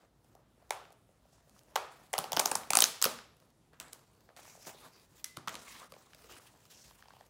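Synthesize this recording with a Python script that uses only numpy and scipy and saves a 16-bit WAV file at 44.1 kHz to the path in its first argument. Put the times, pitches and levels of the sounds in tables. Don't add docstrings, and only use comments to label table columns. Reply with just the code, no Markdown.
import sys
import numpy as np
from scipy import signal
from scipy.fft import rfft, irfft
from scipy.io import wavfile
from scipy.ndimage import uniform_filter1d

SR = 44100
rng = np.random.default_rng(int(sys.argv[2]) if len(sys.argv) > 2 else 0)


def unload_wav(signal):
    wavfile.write(
        sys.argv[1],
        SR,
        np.round(np.clip(np.atleast_2d(signal).T, -1, 1) * 32767).astype(np.int16),
    )


def convert_level_to_amplitude(level_db):
    exponent = np.asarray(level_db, float) / 20
    return 10 ** exponent


N = 321577
EDGES = 22 * 2 ** np.arange(0, 9.7, .5)
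TAILS = 3


def tugs():
    # (time [s], crack peak [dB], knock peak [dB], crack resonance [Hz], knock [Hz])
    bridges = [(0.7066, -25.5, -19.5, 9500, 850), (1.7574, -26, -16, 7400, 833),
               (1.7613, -29, -18, 13800, 1050), (2.1309, -27.5, -31, 10820, 770),
               (2.1376, -26, -19.5, 7220, 790), (2.1804, -21, -21.5, 5410, 760),
               (2.1873, -22.5, -20, 11120, 1150), (2.2412, -36, -27, 5190, 800),
               (2.3199, -23.5, -24, 5890, 815), (2.3309, -23, -22, 7130, 900),
               (2.3658, -25.5, -27, 5700, 830), (2.3704, -24.5, -17.5, 5167, 850),
               (2.3943, -18.5, -21.5, 6200, 860), (2.3978, -16, -17.5, 9200, 834),
               (2.4554, -25, -25, 6190, 765), (2.4581, -17, -20.5, 6670, 796),
               (2.5142, -25.5, -26, 9480, 890), (2.5165, -23, -20.5, 9360, 866),
               (2.5544, -17.5, -22, 9890, 980)]
    return snaps(varied(bridges, length_ms=0.86), grit_db=-0.5, peak_share=0.99, low_share=0.55,
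                 cycles=7.6, swell=1.4, lead_db=-14.0, reach=10.5)


def rip():
    # (time [s], crack peak [dB], knock peak [dB], crack resonance [Hz], knock [Hz])
    tears = [(2.705, -17, -21, 10500, 810), (2.7333, -20.5, -16.5, 8600, 1270),
             (2.7529, -15, -16, 9900, 1230), (2.7705, -11, -17.5, 9900, 775),
             (2.7878, -15, -18.5, 5560, 1150), (2.8043, -12, -38, 8760, 1420),
             (2.8207, -14, -33.5, 6450, 2100), (2.8222, -14.5, -25.5, 3900, 644),
             (2.8399, -11, -25.5, 6140, 1610), (3.0157, -25, -33.5, 6200, 1150),
             (3.0241, -14, -22.5, 8180, 1330), (3.0409, -15.5, -45, 5040, 1450),
             (3.0426, -20.5, -19.5, 13200, 1510), (3.0531, -18.5, -18.5, 6300, 1260),
             (3.0585, -29, -21.5, 4800, 540), (3.0626, -31.5, -40, 3130, 760)]
    return snaps(varied(tears, length_ms=1.78), grit_db=1.0, peak_share=0.88, low_share=0.33,
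                 cycles=12.0, swell=1.3, lead_db=-13.5, reach=12.0)


def ticks():
    # (time [s], crack peak [dB], knock peak [dB], crack resonance [Hz])
    grips = [(0.2447, -64, -61, 9800), (0.351, -56.5, -46.5, 7400), (0.6233, -72, -51.5, 4740),
             (0.6948, -59, -58, 6500), (0.8522, -55, -50, 2430), (0.9043, -59, -48, 5030),
             (0.9215, -55, -50, 11000), (0.9265, -57, -66, 11000), (1.3273, -75, -54, 2930),
             (1.4947, -55, -64, 9000), (1.5912, -48, -60, 6900), (1.6337, -58.5, -65, 11300),
             (1.7194, -64, -58, 7100), (2.6343, -43, -66, 2320), (2.6733, -49.5, -48, 6500),
             (4.3648, -49.5, -49, 4350), (4.3701, -44.5, -48.5, 8300), (4.4467, -50, -56, 5000),
             (4.4782, -56, -66, 1985), (4.6493, -49, -53, 5600), (4.6708, -39, -48, 7700),
             (4.6767, -41, -42, 9850), (4.6992, -46.5, -43.5, 5770), (4.8611, -60, -50, 6020),
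             (4.9978, -59, -67.5, 5780)]
    # (time [s], crack peak [dB], knock peak [dB], crack resonance [Hz])
    strip = [(3.1869, -47, -39.5, 3120), (3.3669, -60, -62, 13530), (3.3997, -54, -66, 6490),
             (3.7316, -61, -49.5, 4960), (3.7995, -33, -43, 8800), (3.809, -43, -46, 8500),
             (3.8145, -51, -49, 7940), (3.827, -48, -51, 5480), (3.8813, -51, -69, 4950),
             (3.9255, -54, -56, 9000), (3.9305, -33, -50, 11200), (3.945, -51, -62, 15140),
             (4.2058, -62, -72, 6800), (3.502, -64.5, -70.5, 7720), (3.9912, -59.5, -62.5, 7240)]
    # (time [s], crack peak [dB], knock peak [dB], crack resonance [Hz], knock [Hz])
    flaps = [(4.2888, -62, -49, 2530, 1620), (4.299, -69, -54, 2480, 1045), (4.392, -57, -51.5, 2390, 1480),
             (4.55, -67, -57, 1980, 1300), (5.2431, -25, -38, 11500, 2030), (5.3665, -46, -42, 3930, 594),
             (5.3701, -35, -31.5, 4700, 1300), (5.4735, -33, -23.5, 6200, 1230),
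             (5.477, -35.5, -26.5, 2760, 2140), (5.4807, -29, -28, 3580, 1320),
             (5.4915, -36, -34, 8200, 2100), (5.523, -50, -42.5, 6400, 580),
             (5.5418, -43.5, -38, 4300, 1120), (5.5524, -38, -63, 4040, 1300),
             (5.9212, -46.5, -42.5, 5000, 530), (5.9378, -51.5, -49, 2700, 600),
             (5.9633, -61, -51, 2300, 1080), (6.0123, -67, -50, 2390, 1270), (6.0682, -72, -53, 2520, 1130),
             (6.2413, -56, -48, 2980, 1400), (5.7514, -55, -43, 3010, 1930), (6.1327, -51, -46, 2900, 1760),
             (6.1468, -45.5, -53, 5020, 590), (6.2932, -59, -45, 3030, 1263),
             (6.3221, -50, -46, 5000, 3000), (6.3424, -52, -45, 5050, 2900), (6.3644, -55, -44, 2513, 1496),
             (6.385, -55, -51, 2960, 523), (6.574, -60, -66, 8500, 1060), (6.6528, -54, -55, 5730, 1364)]
    rows = varied(on_panel(grips, panel_hz=700), length_ms=1.3)
    rows += varied(on_panel(strip, panel_hz=1450), length_ms=3.03)
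    rows += varied(flaps, length_ms=2.58)
    return snaps(rows, grit_db=10.0, peak_share=0.45, low_share=0.14,
                 cycles=11, swell=2.0, lead_db=-22.5, reach=2.2)


def creak():
    # (time [s], knock peak [dB], knock [Hz])
    creases = [(6.9094, -47.5, 1056), (6.992, -53, 1013), (7.0241, -40, 1692), (7.0353, -56, 825),
               (7.056, -49, 854), (7.083, -46.5, 932), (7.1045, -45, 1057), (7.135, -46.5, 840),
               (7.1663, -47.5, 930), (7.185, -61, 910), (7.2015, -52.5, 990), (7.208, -44, 780),
               (7.24, -56.5, 970), (7.262, -59, 675)]
    crack_db, crack_hz = -13, 3300
    rows = varied([(s, db + crack_db, db, crack_hz, hz) for s, db, hz in creases], length_ms=1.36)
    slips = snaps(rows, grit_db=0.0, peak_share=0.6, low_share=0.13,
                  cycles=9.2, swell=1.3, lead_db=-21.0, reach=2.0)
    slips[1:] = slips[1:] * convert_level_to_amplitude(-2)
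    return slips


def pats():
    # (time [s], knock peak [dB], knock [Hz])
    touches = [(.029, -61, 740), (.391, -61, 520), (.576, -59, 520), (1.09, -57, 606), (1.253, -58, 700),
               (1.38, -59, 950), (1.406, -62, 850), (1.472, -57, 560), (1.563, -57, 1230),
               (1.702, -59, 773), (3.732, -56, 700), (3.8, -48, 650), (4.289, -52, 650), (4.304, -54, 700),
               (4.39, -47, 800), (4.417, -54, 2300), (4.43, -53, 2200), (4.452, -48, 1100),
               (4.476, -48, 800), (4.527, -55, 1340), (4.551, -49, 700), (4.574, -51, 660),
               (4.596, -53, 650), (4.652, -47, 2300), (4.744, -52, 560), (4.821, -50, 1080),
               (4.954, -57, 1100), (5.963, -49, 500), (6.19, -55, 1330), (6.243, -50, 480),
               (6.302, -49, 2900), (6.328, -47, 2150), (6.397, -51, 1350), (6.456, -54, 1000),
               (6.466, -52, 2700), (6.539, -57, 713)]
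    crack_db, crack_hz, knock_gain_db = -18, 2200, 3.5
    rows = varied([(s, db + crack_db, db + knock_gain_db, crack_hz, hz) for s, db, hz in touches], length_ms=1.2)
    return snaps(rows, grit_db=4.0, peak_share=0.4, low_share=0.1,
                 cycles=6.5, swell=1.5, lead_db=-24.0, reach=2.5)


def snaps(rows, grit_db, peak_share, low_share, cycles, swell, lead_db, reach):
    # (frequency [Hz], level [dB], t60 [s])
    box = [(348, -8.5, 0.012), (443, 2, 0.03), (760, -2, 0.025), (1180, -5, 0.023), (1300, 7, 0.01),
           (1700, -16, 0.025), (2100, -13.5, 0.0094)]
    size, lead = 1024, 110
    out = np.zeros((1 + TAILS, N + size))
    t_ms = (np.arange(size) - lead) / SR * 1000
    click = 1. * (np.arange(size) == lead)
    body = peak_one(sum(convert_level_to_amplitude(level_db) * ring(click, hz, t60) for hz, level_db, t60 in box))
    stretch = convert_level_to_amplitude(lead_db) * np.exp(-np.abs(t_ms) / .7)
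    for k, (s, db, knock_db, hz, length_ms, knock_hz) in enumerate(rows):
        noise, lumps = rng.standard_normal((2, size))
        phase = np.maximum(t_ms, 0) / np.clip(length_ms, .9, 3.6)
        burst = phase * np.exp(-3 * phase ** 2) + stretch
        grit = convert_level_to_amplitude(grit_db * rms_one(uniform_filter1d(lumps, size=9)))
        fibres = evened(burst * noise * grit) * np.clip(1 + t_ms / 1.2, convert_level_to_amplitude(lead_db), 1)

        low_hz = 900 + low_share * hz
        high_hz = low_hz + reach * hz ** 2 / 5000
        crack = peak_one(broad(fibres, low_hz, high_hz)) + peak_share * peak_one(ring(fibres, hz, 12 / hz))
        crack = convert_level_to_amplitude(db + 6.5) * peak_one(crack)

        panel = peak_one(ring(ring(click, knock_hz, swell / knock_hz), knock_hz, cycles / knock_hz))
        panel = broad(panel + .2 * body, .55 * knock_hz, 2.4 * knock_hz)
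        delay = round(0.51 * length_ms * SR / 1000)
        knock = convert_level_to_amplitude(knock_db - 2.5) * peak_one(np.roll(panel, delay))

        even = pooled(rms_one(broad(click, low_hz, high_hz)), .45 * rms_one(ring(click, hz, 6 / hz)))
        hollow = pooled(rms_one(ring(click, knock_hz, 2.6 / knock_hz)), 0.92 * rms_one(body))
        hollow = broad(np.roll(hollow, size // 2), .55 * knock_hz, 3 * knock_hz)
        around = pooled(np.std(crack) * rms_one(even), np.std(knock) * rms_one(hollow))
        i = round(s * SR) + 12 - lead
        out[0, i:i + size] += crack + knock
        out[1 + k % TAILS, i:i + size] += np.roll(around, lead)
    return out[:, :N]


def varied(rows, length_ms):
    chance = rng.uniform(-1, 1, len(rows))
    return [(s, db, knock_db, hz, length_ms * (1 + .2 * c), knock_hz)
            for (s, db, knock_db, hz, knock_hz), c in zip(rows, chance)]


def on_panel(rows, panel_hz):
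    chance = rng.uniform(-1, 1, len(rows))
    return [(*row, panel_hz * (1 + .1 * c)) for row, c in zip(rows, chance)]


def overtones():
    # (time [s], peak [dB], frequency [Hz])
    answers = [(0.7074, -25.5, 2200), (0.7064, -30, 3570), (0.7063, -26, 5600), (1.7572, -26.5, 2080),
               (1.7576, -28, 3320), (1.7563, -31, 4870), (1.7609, -26, 3040), (1.7618, -28, 4000),
               (1.7614, -25.5, 5600), (1.762, -27, 1600), (2.133, -37.5, 5940), (2.136, -25.5, 2040),
               (2.138, -26, 3130), (2.181, -31, 2900), (2.1878, -26, 3400), (2.2409, -34, 2900),
               (2.319, -32, 3100), (2.3301, -26, 3340), (2.367, -43.5, 3500), (2.3704, -20.5, 3100),
               (2.3944, -27, 3050), (2.398, -27, 2300), (2.5145, -29, 2700), (2.5165, -24, 5550),
               (2.5527, -20, 5640), (2.5546, -23, 14400), (2.7043, -22.5, 2420), (2.7037, -28.5, 5540),
               (2.733, -24, 2650), (2.7332, -21.5, 4960), (2.755, -22, 2500), (2.7544, -30.5, 5300),
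               (2.7708, -22, 2900), (2.7705, -25.5, 5400), (2.788, -19.5, 8200), (2.8062, -23, 6000),
               (2.823, -9, 11800), (2.8402, -20, 9320), (2.8399, -24, 2850), (3.0238, -22.5, 5740),
               (3.0426, -23, 2900), (3.0545, -27, 2600), (2.3711, -24.5, 1540), (2.399, -31, 1570),
               (2.458, -31.5, 1480), (2.556, -31, 1350), (2.516, -30, 1600), (2.772, -32, 1570),
               (5.2444, -39, 2030), (5.2427, -25, 6100), (5.2427, -32, 7300), (5.553, -42, 4000),
               (3.802, -38.5, 2800), (3.93, -42, 8500), (5.9213, -47.5, 1190), (7.025, -58, 3300),
               (7.084, -49, 4900), (7.1055, -50.5, 1600), (7.2095, -54.5, 1750), (7.21, -58, 3200)]
    size, cycles = 512, 8.9
    out, click = np.zeros((1 + TAILS, N)), 1. * (np.arange(size) == 0)
    for k, (s, db, hz) in enumerate(answers):
        tone = convert_level_to_amplitude(db) * peak_one(ring(ring(click, hz, cycles / hz), hz, cycles / hz))
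        around = np.std(tone) * rms_one(broad(click, .6 * hz, 1.6 * hz))
        i = round(s * SR) + 12
        out[0, i:i + size] += tone
        out[1 + k % TAILS, i:i + size] += around
    return out


def slides():
    # (frequency [Hz], level [dB per Hz])
    hiss_colour = [(900, -9), (2000, -3), (4000, -4.5), (7000, -3), (11000, -7.5), (16000, -11)]
    # (time [s], frequency [Hz])
    opening = [(0, 730), (3.602, 760), (3.899, 1224), (4.2, 800.6), (5.299, 1100), (7.29, 1014)]
    hiss_gain, rumble_gain, centre_hz = strokes()
    panel_hz = np.interp(np.arange(N) / SR, *np.transpose(opening))
    sizes = convert_level_to_amplitude(3 * np.minimum(rng.exponential(1, (2, N)), 5)) * np.sign(rng.random((2, N)) - .5)
    chance = rng.random((2, N))
    catches = sizes * (chance < 12000 / SR) * convert_level_to_amplitude(2.4 * drift(45))
    third_octaves = 800 * 2 ** np.arange(0, 4.7, 1 / 3)
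    hiss = coloured(catches, hiss_colour, third_octaves, patchy_db=2.5, rate=7)
    hiss = hiss + convert_level_to_amplitude(-13.5) * wandering(catches, centre_hz, 800)
    lumps = sizes * (chance < 1500 / SR) * convert_level_to_amplitude(3 * drift(30))
    rumble = rms_one(band(lumps[0], 200, 1200)) + 0.15 * wandering(lumps, panel_hz, 150)
    return hiss_gain * hiss + rumble_gain * convert_level_to_amplitude(2.5) * rms_one(rumble)


def strokes():
    # (start [s], length [s], hiss [dB], box rumble [dB], hiss resonance [Hz])
    easing = [(0.0, 0.05, -80, -71.5, 4300), (0.24, 0.17, -79, -82, 4700), (0.603, 0.1, -86, -77.5, 4400),
              (1.908, 0.45, -67.5, -71, 4000), (3.411, 0.095, -76.5, -77, 4900),
              (3.899, 0.14, -73, -69, 6500), (4.075, 0.34, -77.5, -77.5, 4000),
              (4.376, 0.25, -60, -71, 5400), (4.627, 0.1, -56.5, -79, 5640),
              (4.669, 0.021, -50.5, -54, 7060), (4.878, 0.165, -67.5, -74, 4700),
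              (6.257, 0.039, -67.5, -73, 3995), (5.488, .13, -58.5, -60, 4000),
              (5.205, .035, -74, -78, 4000), (5.58, .1, -58, -71.5, 6500), (5.682, 0.12, -55, -67.5, 5300),
              (5.8, 0.058, -61, -67, 3500), (5.9, 0.23, -67, -75, 4600), (6.296, 0.08, -58, -63, 4800),
              (5.045, .07, -75, -78, 4500), (6.406, 0.37, -65, -72.5, 3800),
              (6.703, 0.21, -61, -72.5, 5680), (6.918, 0.35, -67, -80, 3100)]
    # (end [s], length [s], hiss [dB], box rumble [dB], hiss resonance [Hz])
    pressing = [(4.864, .2, -59.5, -63.5, 3800), (1.4, 0.32, -74, -78, 5300),
                (1.58, 0.17, -69.5, -74, 6400), (1.759, 0.2, -69.5, -67.5, 5450),
                (3.885, 0.15, -78, -64.5, 7000), (5.202, 0.091, -60.5, -68, 4950),
                (6.259, 0.16, -59.5, -66, 4555)]
    land_s, lift_s, ease_db_per_s, press_db = .01, 0.024, 17, 13.5
    t = np.arange(N) / SR
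    touches = [(s, s + length, -ease_db_per_s * (t - s), *rest) for s, length, *rest in easing]
    touches += [(s - length, s, press_db * np.minimum(t - s, 0) / length, *rest)
                for s, length, *rest in pressing]
    hiss, rumble, centre = np.full((3, N), 1e-12)
    for start, end, trend_db, hiss_db, rumble_db, hz in touches:
        held = np.interp(t, [start - land_s, start, end, end + lift_s], [0, 1, 1, 0])
        shape = held ** 2 * convert_level_to_amplitude(2 * np.minimum(trend_db, 0))
        hiss = hiss + shape * convert_level_to_amplitude(2 * hiss_db)
        rumble = rumble + shape * convert_level_to_amplitude(2 * rumble_db)
        centre = centre + shape * convert_level_to_amplitude(2 * hiss_db) * hz
    return np.sqrt(hiss), np.sqrt(rumble), centre / hiss


def rubs():
    # (start [s], length [s], level [dB], frequency [Hz], width [Hz])
    strokes_of_edge = [(1.32, 0.03, -68.5, 5470, 5000), (4.048, 0.24, -86.5, 4540, 497),
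                       (4.408, 0.14, -66.5, 5900, 900), (4.363, 0.027, -59, 1505, 1500),
                       (4.6, 0.11, -65, 5120, 902), (4.678, 0.052, -63, 890, 714),
                       (5.52, .015, -56, 6570, 2000), (6.306, .05, -60, 2900, 800),
                       (6.45, 0.032, -65, 2750, 800), (3.796, 0.081, -60, 1420, 610),
                       (3.722, 0.036, -68.5, 1385, 900), (4.74, 0.125, -67, 3660, 1100),
                       (4.811, 0.047, -58.5, 1200, 500), (4.915, 0.08, -69, 4800, 450),
                       (5.586, 0.22, -62, 1190, 348), (5.653, 0.13, -60, 2100, 795),
                       (5.804, 0.046, -56, 1140, 450), (7.125, .045, -72.5, 3010, 500),
                       (5.729, .05, -64, 3010, 398), (6.695, .19, -63.5, 5700, 2020)]
    edge_s, out = .018, 0
    t = np.arange(N) / SR
    white = rng.standard_normal(N) * convert_level_to_amplitude(3.0 * drift(33))
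    for s, length, db, hz, width_hz in strokes_of_edge:
        corners = [s - edge_s / 2, s + edge_s, s + length - edge_s, s + length + 2 * edge_s]
        held = np.interp(t, corners, [0, 1, 1, 0])
        grain = rms_one(band(white, hz - width_hz / 3, hz + width_hz / 3, order=1))
        out = out + convert_level_to_amplitude(db) * held * grain
    return out


def bumps():
    # (time [s], peak [dB], frequency [Hz])
    pushes = [(2.187, -45, 160), (2.333, -46, 160), (2.4, -54, 177.7), (2.559, -46, 207), (5.376, -43, 332),
              (3.056, -36.5, 230), (4.671, -52.5, 155), (5.372, -48, 132), (5.475, -46, 196),
              (5.921, -57, 167), (2.373, -33.5, 304), (2.46, -46.5, 296), (2.517, -39, 310.5),
              (2.704, -47, 198.3), (2.769, -35.5, 274.4), (2.819, -47.5, 180.4), (5.544, -47, 307),
              (3.799, -59, 552), (3.931, -65, 495), (2.19, -44, 300), (2.736, -42, 310), (6.332, -54, 330)]
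    out = np.zeros(N)
    for s, db, hz in pushes:
        push = np.hanning(round(SR / hz / 2))
        thud = band(ring(np.pad(push, (0, 6000)), hz, 9.2 / hz), 69, 1800)
        out[round(s * SR):][:len(thud)] += convert_level_to_amplitude(db) * peak_one(thud)
    return out


def rings():
    # (time [s], level [dB], frequency [Hz], width [Hz], t60 [s])
    springs = [
        (3.802, -62, 7800, 1200., 0.6),
        (5.2445, -63, 5700, 500., 0.3),
        (5.2445, -65, 2030, 60., 0.5),
    ]
    out, t = np.zeros(N), np.arange(SR // 3) / SR
    for s, db, hz, width_hz, t60 in springs:
        tone = rms_one(band(rng.standard_normal(len(t)), hz - width_hz / 2, hz + width_hz / 2))
        purity = 160 / width_hz
        tone = tone + purity * np.clip(purity, 0, 1) * np.sin(2 * np.pi * hz * t)
        out[round(s * SR):][:len(t)] += convert_level_to_amplitude(db - 60 * t / t60) * tone
    return out


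def squeak():
    # (time [s], frequency [Hz], level [dB])
    glide = [(3.26, 11600, -92), (3.3, 11450, -87), (3.37, 10800, -90), (3.455, 10500, -86),
             (3.48, 10050, -90)]
    s, hz, db = np.transpose(glide)
    t = np.arange(N) / SR
    whistle = wandering(rng.standard_normal((2, N)), np.interp(t, s, hz), 40)
    return convert_level_to_amplitude(np.interp(t, s, db, left=-200, right=-200)) * whistle


def room(direct, paths):
    # (delay [s], level [dB])
    reflections = [
        (0.0114, -15),
        (0.0169, -15.5),
    ]
    echoes = sum(convert_level_to_amplitude(db) * np.roll(direct, round(s * SR)) for s, db in reflections)
    tails = sum(signal.fftconvolve(path, room_tail())[:N] for path in paths)
    return tails + band(echoes, 210, 6000, order=1)


def room_tail():
    # (frequency [Hz], t60 [s])
    decay = [(150, 0.57), (500, 0.44), (1400, 0.5), (3700, 0.55), (9000, 0.33), (15000, 0.32)]
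    # (frequency [Hz], level [dB])
    tail_colour = [(150, 8), (400, 9.5), (800, 11.5), (1400, 7.5), (2300, 6.5), (4200, 4.5), (5800, 5),
                   (9000, 6), (15000, -1)]
    room_db, room_start_s = -12, .008
    near_db, near_t60_s = -14, .03
    t = np.arange(round(.9 * SR)) / SR
    white, tail = rng.standard_normal((3, len(t))), 0
    for k, (low, high) in enumerate(zip(EDGES[4:], EDGES[5:])):
        hz = np.sqrt(low * high)
        fall = convert_level_to_amplitude(at_hz(tail_colour, hz) - 60 * t / at_hz(decay, hz))
        tail = tail + fall * band(white[k % 2], low, high)
    tail = tail * np.clip((t - room_start_s) / .006, 0, 1)
    near = white[2] * convert_level_to_amplitude(-60 * t / near_t60_s) * np.clip(t / 0.0054, 0, 1)
    return (convert_level_to_amplitude(room_db) * rms_one(tail) + convert_level_to_amplitude(near_db) * rms_one(near)) / np.sqrt(len(t))


def air():
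    # (frequency [Hz], level [dB per Hz])
    air_colour = [(12, -38), (20, -27), (48, -21.5), (121, 1.5), (289, -3.5), (551, -8), (2510, -23),
                  (4660, -24), (13200, -29), (15200, -35), (16500, -43)]
    # (frequency [Hz], width [Hz], level [dB])
    machines = [(57, 18, -76.5), (111, 44, -75), (160, 8.2, -84)]
    white = rng.standard_normal((3, N))
    hum = sum(convert_level_to_amplitude(db + 1.2 * drift(3.0)) * rms_one(band(white[2], hz - width / 2, hz + width / 2))
              for hz, width, db in machines)
    return convert_level_to_amplitude(-70) * coloured(white, air_colour, EDGES, patchy_db=1.9, rate=4.2) + hum


def rms_one(x):
    return x / np.sqrt(np.mean(x ** 2) + 1e-20)


def peak_one(x):
    return x / (np.abs(x).max() + 1e-20)


def at_hz(points, hz):
    table_hz, values = np.transpose(points)
    return np.interp(np.log(hz), np.log(table_hz), values)


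def band(x, low, high, order=2):
    return signal.sosfilt(signal.butter(order, [low, min(high, .47 * SR)], "band", fs=SR, output="sos"), x)


def broad(x, low, high):
    return signal.lfilter(*signal.butter(2, [low, min(high, .47 * SR)], "band", fs=SR), x)


def ring(x, hz, t60):
    r, w = convert_level_to_amplitude(-60 / (t60 * SR)), 2 * np.pi * hz / SR
    return signal.lfilter([0, np.sin(w)], [1, -2 * r * np.cos(w), r * r], x + 1e-18)


def drift(rate):
    r = np.exp(-80 * np.pi * rate / SR)
    slow = signal.lfilter([1], [1, -2 * r, r * r], rng.standard_normal(N // 40 + 2002))[2000:]
    return np.interp(np.arange(N) / 40, np.arange(len(slow)), rms_one(slow))


def coloured(white, spectrum, edges, patchy_db, rate):
    out = 0
    for k, (low, high) in enumerate(zip(edges, edges[1:])):
        gain_db = at_hz(spectrum, np.sqrt(low * high)) + patchy_db * drift(rate)
        out = out + convert_level_to_amplitude(gain_db) * band(white[k % 2], low, high)
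    return rms_one(out)


def wandering(pair, centre_hz, half_width_hz):
    swell = signal.sosfilt(signal.butter(2, half_width_hz, fs=SR, output="sos"), pair)
    turn = 2 * np.pi * np.cumsum(centre_hz) / SR
    return rms_one(swell[0] * np.cos(turn) + swell[1] * np.sin(turn))


def evened(x):
    spectrum = rfft(x)
    return irfft(spectrum / np.sqrt(uniform_filter1d(np.abs(spectrum) ** 2, size=24) + 1e-20), len(x))


def pooled(*parts):
    power = sum(np.abs(rfft(part)) ** 2 for part in parts)
    return irfft(np.sqrt(power), len(parts[0]))


def scene():
    card = tugs() + rip() + ticks() + creak() + pats()
    corner = overtones()
    card = np.vstack([card[:1] + corner[:1], card[1:], corner[1:]])
    no_bass = signal.butter(4, 390, "high", fs=SR, output="sos")
    direct, *paths = signal.sosfilt(no_bass, card)
    rub, bump = slides() + rubs(), bumps()
    paths[-1] = paths[-1] + 1.47 * bump + rub / 2
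    near = direct + bump + rub + rings() + squeak()
    return (near + room(direct + bump, paths) + air())[None]


def band_limit(x):
    return signal.sosfilt(signal.butter(12, 17160, fs=SR, output="sos"), x)


def record(dry):
    cutoff_hz = 16800
    step = signal.cheby2(8, 16, cutoff_hz - 750, fs=SR, output="sos")
    wall = signal.cheby2(10, 60, cutoff_hz + 500, fs=SR, output="sos")
    mix = signal.sosfilt(np.vstack([step, wall]), dry)
    return band_limit(mix)


dry = scene()
out = record(dry)
unload_wav(out)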